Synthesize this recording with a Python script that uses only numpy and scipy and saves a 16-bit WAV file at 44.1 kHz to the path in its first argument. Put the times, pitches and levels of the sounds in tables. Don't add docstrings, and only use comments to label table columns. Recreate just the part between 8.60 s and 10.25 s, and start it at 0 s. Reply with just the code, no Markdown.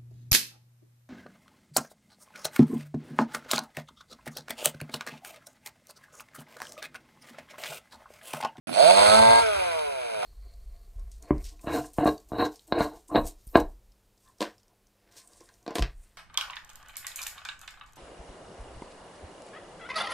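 import sys
import numpy as np
from scipy import signal
from scipy.fft import rfft, irfft, next_fast_len
from scipy.io import wavfile
from scipy.ndimage import uniform_filter1d

SR = 44100
rng = np.random.default_rng(int(sys.argv[2]) if len(sys.argv) > 2 else 0)


def pcm_store(signal):
    levels = np.round(np.clip(np.atleast_2d(signal), -1, 1) * 32767)
    wavfile.write(sys.argv[1], SR, levels.astype(np.int16).T)


def gain_from_db(level_db):
    decades = np.asarray(level_db, float) / 20
    return 10 ** decades


N = 72765

# (time [s], level [dB])
BREEZE_LEVEL = [
    (.07, -76),
    (.29, -81),
    (.4, -45.5),
    (.8, -46),
    (.95, -57),
    (1.15, -57.5),
    (1.35, -66),
    (1.65, -68),
]
# (frequency [Hz], level [dB])
BREEZE_COLOUR = [(20, -28), (45, -6), (80, 0), (120, -7), (170, -22), (400, -45)]
# (time [s], level [dB], frequency [Hz])
GUSTS = [
    (0.4, -50, 91),
    (0.503, -38, 109),
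    (0.6, -41, 78.1),
    (0.689, -34, 120),
    (0.771, -56, 61.2),
    (0.839, -53, 44.54),
    (0.985, -41, 72),
    (1.152, -56, 88),
    (1.269, -54, 71.96),
    (1.579, -54, 103),
]
# (delay [s], level [dB])
ECHOES = [(.0045, -16), (.011, -17), (.023, -19), (.041, -22)]

# (time [s], crank speed [turns/s], exhaust [dB], weakness of every second firing [0-1], hiss [dB])
ENGINE = [(0.071, 80.4, -40.5, 0.4, -41), (0.124, 87.4, -35.5, 0.1, -38.5), (0.135, 89.3, -34.5, 0.6, -32),
          (0.164, 102.7, -20.5, 0.1, -31.5), (0.199, 130.7, -11, 0, -25.5), (.28, 172.7, -12.5, 0, -23),
          (.32, 190.1, -10.5, 1, -22.5), (0.459, 209.6, -14.5, 1, -20.5), (0.551, 218.4, -14.5, 1, -21),
          (0.649, 225.6, -14, 0.93, -26), (0.805, 232.7, -16, 1, -27), (0.829, 227.2, -26.5, 1, -29),
          (0.901, 210.6, -25.5, 0.5, -33.5), (1.012, 185.1, -25, 0.75, -32.5),
          (1.129, 164.7, -28, 0.9, -35), (1.301, 139.9, -30, 0.4, -40.5), (1.486, 114.7, -33, 0.67, -41),
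          (1.65, 98.74, -29, 0.8, -38)]
# (time [s], extra scatter [dB])
STUMBLES = [(.31, 2.5), (.37, 3), (.51, 1.5), (.575, 1.2), (.615, 2.5), (.75, 2), (.81, 2.5), (.96, 1.5),
            (1.04, 2), (1.3, 1.2), (1.53, 1.5)]
# (time [s], level [dB])
POPS = [
    (.0925, -26),
    (.1285, -30),
    (1.6285, -24),
    (1.6325, -23),
    (1.6445, -26),
    (1.6472, -25),
]
# (frequency [Hz], width [Hz], level [dB])
POP_RING = [(745, 75, 0), (1330, 300, -8), (3450, 500, -25)]
# (frequency [Hz], width [Hz], level [dB])
HOT_MUFFLER = [(310, 370, -55), (546, 112, 4), (676.8, 98, 2.5), (763, 61.3, 3), (880, 51, 2.5),
               (1011, 48, -3.5), (1267, 60, -26), (1553, 69, -26), (2100, 1500, -23), (2690, 270, -58),
               (4270, 230, -49)]
# (frequency [Hz], width [Hz], level [dB])
COOL_MUFFLER = [(290, 24, -26), (587.6, 84.3, 2.5), (717, 96.6, 1.5), (928, 43, -12), (1460, 100, -24),
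                (3130, 830, -34), (4520, 150, -21)]
# (frequency [Hz], width [Hz], level [dB])
PUMPING_MUFFLER = [(464.3, 150, 8.5), (605, 130, 10.5), (740, 135, 6), (968, 130, -3), (1360, 150, -11.5),
                   (1530, 530, -18), (2380, 90, -13), (2840, 710, -19.5), (3930, 72, -14)]
# (time [s], level [dB])
THROB = [(.15, -81), (.24, -37.5), (.45, -40.5), (.6, -26.5), (.7, -34.5), (.8, -43.5), (.84, -72),
         (1.65, -69)]
# (time [s], level [dB])
IDLE_LEVEL = [(.07, -36.5), (.12, -34.5), (.16, -43), (.2, -45), (1.45, -65.5), (1.55, -54.5), (1.65, -54)]
# (frequency [Hz], level [dB])
IDLE_COLOUR = [(70, -60), (120, -2), (220, -1.5), (350, 5.5), (600, -37.5)]
# (time [s], frequency [Hz], width [Hz], level [dB])
CLUTCH = [
    (0.1305, 4200, 348, -25.5),
    (0.13, 2380, 90, -35),
    (0.148, 2430, 90, -32),
]
# (multiple of crank speed, start [s], end [s], level [dB])
WHINES = [(5, .275, .33, -27), (4, .39, .49, -27), (4, .57, .82, -21), (6, .475, .605, -22),
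          (7, .42, .81, -27), (9, .36, .56, -35), (9, .62, .8, -35), (10, .66, .8, -36), (16, .33, .8, -39),
          (6, .79, .95, -33), (7, .83, .93, -34), (7, .96, .99, -40), (2, .84, .95, -33),
          (16, .86, 1.04, -44), (11, 1.02, 1.06, -45), (6, 1.05, 1.21, -39), (9, 1.08, 1.16, -44),
          (23, 1.08, 1.11, -48), (14, 1.085, 1.11, -46), (12, 1.11, 1.17, -47), (7, 1.14, 1.3, -42),
          (16, 1.21, 1.25, -48), (3, 1.26, 1.36, -40)]
# (frequency [Hz], level [dB])
HISS_OPEN = [(900, 8.5), (1200, 6), (1900, 3), (3400, 4.5), (4400, 1), (5600, -4), (8700, -10),
             (10200, -25)]
# (frequency [Hz], level [dB])
HISS_SHUT = [(400, -5), (1000, -3), (1500, -0.5), (1850, -5.5), (2400, 0), (3500, -9), (5500, -12),
             (12000, -40)]
# (frequency [Hz], width [Hz], level [dB])
RATTLE = [(2660, 23, 0.5), (3206, 35, 2), (4200, 67, 4.5), (4455, 117, 4), (4683, 83, 1)]

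# (frequency [Hz], phase [rad])
TURN = [(0, 0), (150, .9), (330, 4.1), (480, 4.5), (585, 4.9), (650, 3.4), (730, 4.6), (830, 5.25),
        (900, 6.45), (1080, 7.8), (1400, 9.4), (1600, 9.3), (1770, 8.5),
        (2500, 5.37), (3600, 5.19), (4700, 4.54), (5000, 5.66), (7150, 6.04), (7600, 5), (8300, 4),
             (8900, 7.5)]
# (frequency [Hz], level [dB])
RIGHT_GAIN = [(100, .3), (550, .5), (1100, -1), (1800, 0), (7800, 0), (8100, 13), (10300, 23), (12500, 8)]
# (frequency [Hz], likeness [0-1])
SAME = [(100, 0.45), (1800, 0.71), (2900, 0.81), (3600, 0.84), (5300, 0.23), (7500, 0.6), (9000, 0.75),
        (12000, 0.061)]
# (time [s], level [dB])
SHADE = [(.07, -10), (.25, -7.5), (.4, -5), (.62, -3.5), (.7, -1), (1.65, -1)]
# (start [s], end [s], low edge [Hz], high edge
# [Hz])
SIDE_SPELLS = [
    (.28, .41, 2920, 3150),
    (.48, .52, 2900, 3150),
    (.635, .72, 2950, 3250),
    (.87, .93, 3000, 3250),
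    (1.17, 1.24, 3200, 3400),
    (1.28, 1.38, 3200, 3420),
    (1.44, 1.58, 3230, 3420),
    (.87, 1.64, 5040, 5200),
]

OPEN_S, SHUT_S, SWING_S = .128, .815, .025
STRENGTH_DB, JITTER_TURNS, COAST_SHARE = 1.0, .005, .3
STUMBLE_S = .02
WARM_S, WARMING_S = .35, .1
LOW_CUT_HZ, PUMP_CUT_HZ, HISS_CUT_HZ = 110, 400, 380
SMEAR_RAD, SMEAR_S = 1.0, .0031
GATE, GATE_TURNS, PATCH_DB = .42, .4, 1.1
RATTLE_DB = -7
WHINE_FADE_S, WAVER_DB = .03, 1.2
GUST_S = .021
PORT_DELAY_S, POP_LEFT_DB = 20 / 44100, -7.5
SHADE_HZ, SHADE_WIDTH_HZ, WIDE_SHADE = 610, 130, .4
ONLY_SIDE_HZ, ONLY_MID_HZ, JOIN_S = (5180, 5800), (6200, 7100), .16
START_S, EDGE_HZ, CEILING = .071, 12950, .95

t = np.arange(N) / SR


def evened(x):
    return x / np.sqrt(np.mean(x ** 2) + 1e-20)


def read(points, x):
    return np.interp(x, *np.transpose(points))


def drift(size):
    return evened(uniform_filter1d(rng.standard_normal(N), size=size))


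def shape(x, gain):
    size = next_fast_len(N + 4096)
    return irfft(rfft(x, size) * gain(np.fft.rfftfreq(size, 1 / SR)), size)[..., :N]


def colour(x, points):
    hz, db = np.transpose(points)
    return evened(shape(x, lambda f: gain_from_db(np.interp(np.log(f + 1), np.log(hz), db))))


def ring(x, modes):
    def gain(f):
        rings = 0
        for k, (hz, width, db) in enumerate(modes):
            rings = rings + (-1) ** k * gain_from_db(db) * 1j * f * width / (hz ** 2 - f ** 2 + 1j * f * width)
        return rings * (1j * f / (LOW_CUT_HZ + 1j * f)) ** 4
    return shape(x, gain)


def steady(x):
    power = uniform_filter1d(uniform_filter1d(x ** 2, size=5000), size=5000)
    return x / np.sqrt(power + 1e-9)


def steep(x, hz):
    return shape(x, lambda f: 1 / np.sqrt(1 + (hz / (f + 1)) ** 12))


def smear(x):
    def gain(f):
        angle = 2 * np.pi * f * SMEAR_S
        return np.exp(1j * SMEAR_RAD * (np.cos(angle) + np.sin(angle * .62)))
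    return shape(x, gain)


def breeze():
    smooth = uniform_filter1d(uniform_filter1d(rng.standard_normal(N), size=2000), size=2000)
    lumps = gain_from_db(2 * evened(smooth))
    wind = gain_from_db(read(BREEZE_LEVEL, t)) * evened(lumps * colour(rng.standard_normal(N), BREEZE_COLOUR))
    for at, db, hz in GUSTS:
        wind += gain_from_db(db) * np.exp(-((t - at) / GUST_S) ** 2) * np.sin(2 * np.pi * hz * (t - at))
    return wind


def echoes(x):
    taps = np.zeros(SR // 10)
    for delay, db in ECHOES:
        taps[int(delay * SR)] = gain_from_db(db)
    return x + signal.oaconvolve(x, taps)[:N]


def throttle():
    opening = np.clip((t - OPEN_S) / SWING_S + 1, 0, 1)
    return opening * np.clip((SHUT_S - t) / SWING_S + .5, 0, 1)


def crank(gas):
    times, speeds, _, weakness, _ = np.transpose(ENGINE)
    hz, weak = np.interp(t, times, speeds), np.interp(t, times, weakness)
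    turns = np.cumsum(uniform_filter1d(hz, size=900)) / SR
    turns -= turns[int(OPEN_S * SR)] % 1
    count = np.floor(turns).astype(int) + 1
    draw = rng.standard_normal((400, 2))
    scatter_db = STRENGTH_DB * (COAST_SHARE + (1 - COAST_SHARE) * gas) * np.clip(t / WARM_S, 0, 1)
    for at, db in STUMBLES:
        scatter_db = scatter_db + db * np.exp(-((t - at) / STUMBLE_S) ** 2)
    weakened = np.clip(weak, 0, .95) * np.maximum(gas, .15) * (count % 2)
    strength = gain_from_db(scatter_db * draw[count, 0]) * (1 - weakened)
    hit = np.flatnonzero(np.diff(count)) + 1
    late = (JITTER_TURNS * gas[hit] * draw[count[hit], 1] * SR / hz[hit]).astype(int)
    pulses = np.zeros(N)
    pulses[np.clip(hit + late, 0, N - 1)] = strength[hit]
    return turns, strength, pulses


def clutch():
    out = np.zeros(N)
    for at, hz, width, db in CLUTCH:
        age = np.maximum(t - at, 0)
        out += gain_from_db(db - 18 * width * age) * np.sin(2 * np.pi * hz * age)
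    return out


def body(turns):
    throb = gain_from_db(read(THROB, t)) * np.sin(2 * np.pi * turns)
    return throb + gain_from_db(read(IDLE_LEVEL, t)) * colour(rng.standard_normal(N), IDLE_COLOUR)


def shaft_whines(turns):
    out = np.zeros(N)
    for multiple, start, end, db in WHINES:
        waver = gain_from_db(WAVER_DB * drift(1500))
        spell = np.clip(np.minimum(t - start, end - t) / WHINE_FADE_S + .5, 0, 1)
        out += gain_from_db(db) * spell * waver * np.sin(2 * np.pi * np.round(multiple) * turns)
    return out


def hiss(gas, turns, strength, pops):
    times, _, _, _, hiss_db = np.transpose(ENGINE)
    level = gain_from_db(np.interp(t, times, hiss_db))
    gate = (1 - GATE) + GATE * 2 * np.sqrt(strength) * np.exp(-(turns % 1) / GATE_TURNS)
    noise = rng.standard_normal((2, N)) * gate * gain_from_db(PATCH_DB * drift(300))
    rattle = gain_from_db(RATTLE_DB) * evened(ring(noise, RATTLE))
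    air = level * (gas * (colour(noise, HISS_OPEN) + rattle) + (1 - gas) * colour(noise, HISS_SHUT))
    burst = signal.oaconvolve(pops, np.exp(-np.arange(900) / 200.))[:N] * .025
    return steep(air + burst * colour(rng.standard_normal((2, N)), HISS_SHUT), HISS_CUT_HZ)


def lone_pops():
    pops = np.zeros(N)
    for at, db in POPS:
        pops[int(at * SR)] = gain_from_db(db) * 9
    return pops


def exhaust(gas, pulses):
    times, _, level_db, _, _ = np.transpose(ENGINE)
    level = gain_from_db(np.interp(t, times, level_db))
    warm = np.clip((t - WARM_S) / WARMING_S + .5, 0, 1)
    shut = (1 - gas) * (t > WARM_S)
    hot = steady(smear(ring(pulses, HOT_MUFFLER)))
    cool = steady(ring(pulses, COOL_MUFFLER))
    pumping = steady(smear(steep(ring(pulses, PUMPING_MUFFLER), PUMP_CUT_HZ)))
    return level * ((1 - shut) * (warm * hot + (1 - warm) * cool) + shut * pumping)


def scene():
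    gas = throttle()
    turns, strength, pulses = crank(gas)
    pops = lone_pops()
    wind, air = breeze(), hiss(gas, turns, strength, pops)
    tone = echoes(exhaust(gas, pulses) + clutch() + body(turns) + shaft_whines(turns))
    popping = ring(pops, POP_RING) * 9

    def same(f):
        return np.clip(read(SAME, f), 0, 1)

    def port(f):
        turn = read(TURN, f) - 2 * np.pi * f * PORT_DELAY_S
        return gain_from_db(read(RIGHT_GAIN, f)) * np.exp(1j * turn)

    right_air = shape(air[0], same) + shape(air[1], lambda f: np.sqrt(1 - same(f) ** 2))
    right = shape(tone + wind + right_air, port) + popping
    shaded = shape(tone, lambda f: np.exp(-((f - SHADE_HZ) / SHADE_WIDTH_HZ) ** 2))
    shade_db = read(SHADE, t)
    left = (tone + (gain_from_db(shade_db) - 1) * shaded + air[0]) * gain_from_db(WIDE_SHADE * shade_db) + wind
    return np.array([left + gain_from_db(POP_LEFT_DB) * popping, right])


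def band(x, edges):
    low, high = edges
    return shape(x, lambda f: 1. * (f > low) * (f < high)) * np.clip((t - JOIN_S) / .06, 0, 1)


def band_limit(x):
    return signal.sosfilt(signal.butter(12, 12930, fs=SR, output="sos"), x)


def record(dry):
    x = shape(dry, lambda f: 1 / (1 + (f / EDGE_HZ) ** 24))
    mid, side = (x[0] + x[1]) / 2, (x[0] - x[1]) / 2
    mid, side = mid - band(mid, ONLY_SIDE_HZ), side - band(side, ONLY_MID_HZ)
    for start, end, low, high in SIDE_SPELLS:
        mid = mid - band(mid, (low, high)) * np.clip(np.minimum(t - start, end - t) / .01, 0, 1)
    mix = np.array([mid + side, mid - side]) * np.clip((t - START_S) / .00055, 0, 1)
    mix = mix / (1 + (mix / CEILING) ** 6) ** (1 / 6)
    return band_limit(mix)


dry = scene()
out = record(dry)
pcm_store(out)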